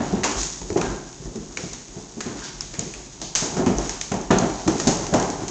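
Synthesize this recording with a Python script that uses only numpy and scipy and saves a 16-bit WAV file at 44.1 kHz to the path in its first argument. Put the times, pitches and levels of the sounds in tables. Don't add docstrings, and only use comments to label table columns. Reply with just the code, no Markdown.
import sys
import numpy as np
from scipy import signal
from scipy.fft import rfft, irfft, next_fast_len
from scipy.io import wavfile
from scipy.ndimage import uniform_filter1d, map_coordinates

SR = 44100
rng = np.random.default_rng(int(sys.argv[2]) if len(sys.argv) > 2 else 0)


def wav_record(signal):
    frames = np.transpose(np.atleast_2d(signal))
    bounded = np.clip(frames, -1, 1)
    quanta = np.round(bounded * 32767).astype(np.int16)
    wavfile.write(sys.argv[1], SR, quanta)


N = 242550

# f/Hz, level per Hz/dB
TICK_SPECTRUM = [(500, -11), (2000, -9.5), (3500, -9.5), (5000, -5), (6600, 2), (7400, -4.5), (8300, -18.5),
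                 (9000, -36.5)]


def amp(db):
    return 10 ** (np.asarray(db) / 20)


def unit(x):
    return x / np.sqrt(np.mean(x ** 2) + 1e-20)


def crest(x, span):
    power = uniform_filter1d(x ** 2, max(int(span * SR), 1))
    return x / np.sqrt(power.max() + 1e-20)


def along(points, hz):
    f, value = np.transpose(points)
    return np.interp(np.log(hz + 1), np.log(f + 1), value)


def colour(x, spectrum, size=8192):
    magnitude = amp(along(spectrum, np.fft.rfftfreq(size, 1 / SR)))
    cepstrum = irfft(np.log(magnitude))
    cepstrum[1:size // 2] *= 2
    cepstrum[size // 2 + 1:] = 0
    impulse_response = irfft(np.exp(rfft(cepstrum)))
    return signal.fftconvolve(x, impulse_response)[:len(x)]


def wobble(rate):
    knots = rng.standard_normal(int(N * rate / SR) + 4)
    return map_coordinates(knots, [np.arange(N) * rate / SR])


def grains(rate, spread_db, size):
    chance, strength = rng.random(size), rng.standard_normal(size)
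    signs = rng.choice([-1, 1], size)
    return (chance < rate / SR) * signs * amp(spread_db * np.clip(strength, -2, 2))


def strokes(rows, attack, release, fade_db_per_s=0):
    gain, t = np.zeros(N), np.arange(N) / SR
    for start, length, db in rows:
        age = t[t > start] - start
        letting_go = np.exp(-np.maximum(age - length, 0) / release)
        gain[t > start] += amp(db - fade_db_per_s * age) * np.minimum(age / attack, 1) * letting_go
    return gain


def add(track, s, sound):
    part = track[max(round(s * SR), 0):][:len(sound)]
    part += sound[:len(part)]


def ring(modes, t, scatter_db=4.5, detune=0.032):
    total = 0
    for hz, db, t60 in modes:
        decay = amp(db + scatter_db * rng.normal() - 60 * t / t60)
        total = total + decay * np.sin(2 * np.pi * hz * (1 + detune * rng.normal()) * t)
    return total


def tail(t60, build=0.0025):
    t = np.arange(SR * 3 // 5) / SR
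    answer = rng.standard_normal(len(t)) * amp(-60 * t / t60) * (1 - np.exp(-t / build))
    return answer / np.linalg.norm(answer)


def room(x, wet_db, t60):
    return x + amp(wet_db) * signal.fftconvolve(x, tail(t60))[:len(x)]


def echo(direct, spectrum, wet_db, t60):
    answer = colour(tail(t60), spectrum)
    answer *= amp(wet_db) * np.linalg.norm(direct) / np.linalg.norm(answer)
    add(answer, 0, direct)
    return answer


def crumpling(crumple):
    t = np.arange(SR // 20) / SR
    breaks = 0.84 * grains(rate=1300, spread_db=5.5, size=len(t)) * np.exp(-t / crumple)
    breaks[0] = 1
    power = signal.fftconvolve(breaks ** 2, np.exp(-t / 0.00092))[:len(t)]
    return np.sqrt(np.abs(power))


def burst(envelope, spectrum):
    noise = envelope * rng.standard_normal(len(envelope))
    return crest(colour(noise, spectrum, size=2048), span=0.0017)


def tick(envelope, hz, hardness):
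    t = np.arange(len(envelope)) / SR
    share = np.clip(hardness, 0, 0.9)
    ping = crest(t * np.exp(-t / 0.0005) * np.sin(2 * np.pi * hz * t), span=0.0036)
    return np.sqrt(1 - share ** 2) * burst(envelope, TICK_SPECTRUM) + share * ping


def air():
    # f/Hz, level per Hz/dB
    air_spectrum = [(15, -41), (35, 8.5), (52, 9.5), (75, -16.5), (130, 2.5), (330, -9.5), (600, -19),
                    (1200, -25), (3000, -22), (5000, -26.5), (6700, -16), (8000, -33), (9000, -56.5)]
    noise = unit(colour(rng.standard_normal(N), air_spectrum))
    return amp(-44.5 + 1.2 * wobble(rate=4)) * noise


def footfalls():
    # t/s, relative level/dB
    landings = [(0.12, -29), (0.36, -23.5), (0.62, -26), (0.87, -26), (1.249, -25), (3.759, -21),
                (4.87, -24)]
    out, t = np.zeros(N), np.arange(SR // 2) / SR
    floor_hz, floor_t60_s = 47.6, 0.39
    soft_rise = 1 - np.exp(-t / 0.017)
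    for s, db in landings:
        add(out, s, amp(db) * soft_rise * ring([(floor_hz, 0, floor_t60_s)], t))
    return out


def brushes():
    # start t/s, length/s, relative level/dB
    sweeps = [(2.43, 0.033, -34), (3.215, 0.043, -34.5), (4.51, 0.16, -43)]
    # f/Hz, level per Hz/dB
    brush_spectrum = [(1500, -23.5), (3000, -3), (4200, 1.5), (5600, 3.5), (6800, 3.5), (8500, -28.5)]
    texture = unit(colour(grains(rate=4800, spread_db=3, size=N), brush_spectrum))
    sweep = strokes(sweeps, attack=0.01, release=0.062) * texture
    return room(amp(-3.0) * sweep, wet_db=-7.5, t60=0.35)


def skids():
    # start t/s, length/s, relative starting level/dB
    slips = [(0.825, 0.25, -33.5), (2.41, 0.11, -40.5), (5.17, 0.2, -36)]
    # nominal f/Hz, relative level/dB, T60/s
    edge_modes = [(810, -0.5, .04), (1010, 13, 0.054), (1450, 0, .04), (1592, 5.5, 0.076), (2140, -26, .03)]
    panel = ring(edge_modes, np.arange(SR // 10) / SR)
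    slipping = grains(rate=1200, spread_db=7.5, size=N)
    judder = unit(signal.fftconvolve(slipping, np.diff(panel))[:N])
    gain = strokes(slips, attack=0.012, release=0.04, fade_db_per_s=52.5)
    return room(amp(-7.5) * gain * judder, wet_db=-7.5, t60=0.62)


def slide():
    # start t/s, length/s, relative rumble level/dB
    pulls = [(-0.04, 0.19, -27), (0.2, 0.19, -35.5), (0.77, 0.16, -29), (1.42, 0.2, -45.5),
             (2.25, 0.2, -39), (2.8, 0.16, -43), (3.4, 0.19, -31), (3.56, 0.08, -27), (3.72, 0.15, -33.5),
             (4.4, 0.43, -38), (4.8, 0.7, -30)]
    # start t/s, length/s, relative rasp level/dB, scratch level/dB
    rubs = [(-0.04, 0.21, -37.5, -40), (0.342, 0.1, -43.5, -27.5), (0.52, 0.42, -66, -44.5),
            (1.34, 0.028, -45, -45), (1.532, 0.16, -62, -38.5), (2.209, 0.08, -40.5, -41.5),
            (2.354, 0.15, -39.5, -40), (2.785, 0.8, -66, -49), (3.38, 0.1, -39, -37.5),
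            (3.531, 0.14, -43.5, -47.5), (3.74, 0.18, -39, -34.5), (4.414, 0.48, -44, -40),
            (4.749, 0.21, -49, -37.5), (4.977, 0.93, -45, -42)]
    # f/Hz, level per Hz/dB
    rumble_spectrum = [(30, -27.5), (75, -2), (120, 1.5), (190, -0.5), (370, 4), (480, -6), (750, -6),
                       (1100, -12), (2000, -27), (5000, -60.5)]
    rasp_spectrum = [(300, -24), (900, 4.5), (1600, 2), (2500, -3), (3800, -6.5), (6000, -17),
                     (9000, -56.5)]
    scratch_spectrum = [(1500, -30), (3500, -9), (5000, -5), (6000, 0.5), (6800, 2.5), (7500, -6.5),
                        (8300, -14.5), (9000, -48)]

    drag = strokes(pulls, attack=0.019, release=0.058)
    rasping = strokes([(s, length, db) for s, length, db, _ in rubs], attack=0.054, release=0.068)
    scratching = strokes([(s, length, db) for s, length, _, db in rubs], attack=0.054, release=0.068)
    jerks = unit(colour(grains(rate=700, spread_db=3.5, size=N), rumble_spectrum))
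    grit = unit(colour(grains(rate=2000, spread_db=1.5, size=N), rasp_spectrum))
    fine_grit = unit(colour(grains(rate=3000, spread_db=4, size=N), scratch_spectrum))
    crinkle = amp(-9) * unit(colour(grains(rate=40, spread_db=4.5, size=N), TICK_SPECTRUM))

    pressure = wobble(rate=30)
    rest_rumble_db, rest_rasp_db, rest_scratch_db = -46, -55.5, -44.5
    rumble = np.hypot(drag, amp(rest_rumble_db)) * amp(2.5 * pressure) * jerks
    rasp = np.hypot(rasping, amp(rest_rasp_db)) * amp(2.0 * pressure) * grit
    scratch_gain = np.hypot(scratching, amp(rest_scratch_db)) * amp(1.1 * pressure)
    scratch = scratch_gain * (crinkle + fine_grit)
    return room(amp(-3.0) * (rumble + rasp + scratch), wet_db=-6.5, t60=0.67)


def claws():
    # t/s, relative level/dB, ping f/Hz
    taps = [(0.3884, -21.5, 6470), (0.4319, -11, 7000), (1.128, -30, 5870), (1.2538, -30, 6830),
            (2.6078, -11, 5420), (2.793, -7.5, 6820), (3.7846, -12.5, 6070), (4.2133, -21.5, 6320),
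            (4.3853, -6, 6380), (5.1994, -13, 6620)]
    out = np.zeros(N)
    for s, db, hz in taps:
        click = tick(crumpling(crumple=0.0026), hz, hardness=0.9)
        add(out, s, amp(db - 8) * echo(click, TICK_SPECTRUM, wet_db=-4, t60=0.75))
    return out


def snaps():
    # t/s, relative level/dB, nominal crack f/Hz, crack level re tick/dB, crumple decay/s
    folds = [(0.234, -16.5, 2130, -0.5, 0.0033), (0.2402, -11, 1000, -3, 0.0086),
             (0.3134, -14.5, 931, -27.5, 0.0048), (0.38, -21.5, 1100, -5.5, .005),
             (0.616, -24, 902, -6, 0.0016), (0.7017, -28.5, 910, 0, .0027), (0.7704, -22, 1060, -2, 0.0063),
             (0.813, -16.5, 1360, 1, 0.0038), (1.3575, -27.5, 1260, -16, 0.0037),
             (1.572, -17.5, 2240, -1.5, 0.0016), (1.733, -19.5, 4040, -20.5, .004),
             (2.2059, -17.5, 1710, -7, .003), (2.7384, -25.5, 2040, -5.5, 0.0074),
             (2.938, -29, 2560, 2, 0.0022), (3.2153, -17, 4000, -13.5, 0.0043),
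             (3.3517, -5, 980, -22.5, 0.0074), (3.569, -24, 926, -4.5, 0.0047),
             (3.6621, -19.5, 997, -1, 0.008), (3.894, -11.5, 2090, -21.5, 0.0018),
             (4.0122, -12.5, 3150, -15, 0.0023), (4.1182, -18, 1010, 0, 0.0032),
             (4.1412, -21, 920, -5.5, 0.0025), (4.306, -16, 1315, 3.5, 0.0078),
             (4.6768, -14, 1270, -4.5, .005), (4.799, -11, 1820, -12, .003),
             (4.872, -6.5, 916, -19.5, 0.0064), (5.0671, -18, 980, -11.5, .0034),
             (5.138, -12.5, 970, -3, .006), (5.2264, -14, 982, -15.5, 0.00068),
             (5.3009, -18.5, 1080, -23.5, 0.0024), (5.4811, -14.5, 900, -21, 0.0036)]
    # f/Hz, level per Hz/dB
    crack_spectrum = [(150, -20.5), (500, 3.5), (1100, 0.5), (2000, 6.5), (2700, -1.5), (4000, -4.5),
                      (6500, -7.5), (9000, -53)]
    out, t = np.zeros(N), np.arange(SR // 10) / SR
    for s, db, crack_hz, crack_db, crumple in folds:
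        envelope = crumpling(crumple)
        wet_db = -3 + 799.5 * crumple
        click = tick(envelope, hz=6280, hardness=-crack_db / 40)
        panel = np.multiply(crack_spectrum, [crack_hz / 2000, 1])
        crack = burst(envelope, panel)
        ringing = ring([(crack_hz, -12.5, 0.057)], t)
        add(out, s, amp(db - 8) * echo(click, TICK_SPECTRUM, wet_db, t60=0.63))
        add(out, s, amp(db + crack_db - 5) * echo(crack, panel, wet_db, t60=0.74))
        add(out, s, amp(db + crack_db) * ringing)
    return out


def knocks():
    # t/s, relative level/dB, panel f/Hz, hollow ring re body/dB
    bumps = [(0.003, -13, 228, -8), (0.129, -10.5, 198, -8.5), (0.616, -25, 156, -25),
             (0.649, -29, 156, -26), (0.702, -13.5, 395, -18), (0.759, -6.5, 353, -10),
             (0.787, -27, 261, -3.5), (1.201, -26.5, 152, -25), (1.255, -22.5, 144, -12.5),
             (1.355, -18.5, 215, -25), (1.573, -26, 485, -15.5), (1.635, -20, 174, -13),
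             (1.964, -22, 155, -14), (2.17, -21, 227, -21), (2.262, -17, 231, -23),
             (2.786, -17, 166, -16.5), (3.215, -26.5, 338, -3), (3.425, -16, 260, -7),
             (3.567, -14.5, 179, -7.5), (3.61, -17.5, 356, -1.5), (3.667, -4.5, 249, -16.5),
             (3.699, -13, 408, -7.5), (3.784, -15, 332, -7), (4.116, -12.5, 145, -12),
             (4.141, -12.5, 191, -8), (4.305, -1.5, 235, -7), (4.334, -9.5, 394, -10.5),
             (4.351, -12, 188, -17.5), (4.422, -9, 223, -6.5), (4.664, -12, 192, -14),
             (4.677, -7.5, 326, -8.5), (4.87, -4.5, 239, -7), (4.894, -20, 310, -0.5),
             (5.127, -9, 185.4, -6.5), (5.142, -6, 293, -2), (5.151, -16.5, 200, -4),
             (5.223, -19.5, 190, 1)]
    # nominal f/Hz, relative level/dB, T60/s
    box_modes = [(114, -9, 0.091), (189.3, -6, 0.074), (258, -13.5, 0.029), (326.4, -11, 0.085),
                 (385.5, -6, 0.089), (489, -2, 0.022)]
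    hollow_modes = [(586.6, 2, 0.081), (661, 7.5, 0.044), (740, -10.5, 0.035), (780, -11.5, 0.011),
                    (930, -3, 0.014), (1256, -8.5, 0.02), (1724, -3, 0.026)]
    # f/Hz, level per Hz/dB
    thud_spectrum = [(30, -25.5), (52, 1.5), (74, -15.5), (115, -3), (185, 0), (280, -2), (385, 0),
                     (470, -5), (650, -19), (1200, -26.5), (4000, -64.5)]
    clatter_spectrum = [(250, -23.5), (520, -6), (660, 1.5), (820, 2.5), (1050, -6.5), (1600, -18.5),
                        (2200, -19.5), (5000, -50.5)]

    out, t = np.zeros(N), np.arange(SR // 5) / SR
    yielding = 1 - np.exp(-t / 0.0016)
    for s, db, hz, hollow_db in bumps:
        chatter = 0.14 * grains(rate=600, spread_db=8.0, size=len(t))
        contacts = chatter * np.exp(-t / 0.029)
        contacts[0] = 1
        panel = 2 * amp(-60 * t / 0.059) * np.sin(2 * np.pi * hz * t)
        body_ring = yielding * (panel + ring(box_modes, t))
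        hollow_ring = yielding * ring(hollow_modes, t)
        body = crest(signal.fftconvolve(contacts, body_ring)[:len(t)], span=0.0093)
        hollow = crest(signal.fftconvolve(contacts, hollow_ring)[:len(t)], span=0.01)
        add(out, s, amp(db - 8.5) * echo(body, thud_spectrum, wet_db=-0.56, t60=0.63))
        add(out, s, amp(db + hollow_db - 8.5) * echo(hollow, clatter_spectrum, wet_db=1.5, t60=0.85))
    radiating_hz = 55
    return signal.sosfilt(signal.butter(2, radiating_hz, "high", fs=SR, output="sos"), out)


def scene():
    background = air() + footfalls()
    friction = brushes() + skids() + slide()
    impacts = claws() + snaps() + knocks()
    return (background + friction + impacts)[None]


def record(dry):
    rounded = dry / (1 + np.abs(dry / 0.75) ** 4) ** (1 / 4)
    top_hz = 9141
    size = next_fast_len(N + SR // 2)
    passed = np.fft.rfftfreq(size, 1 / SR) < top_hz
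    return irfft(rfft(rounded, size) * passed, size)[:, :N]


dry = scene()
out = record(dry)
wav_record(out)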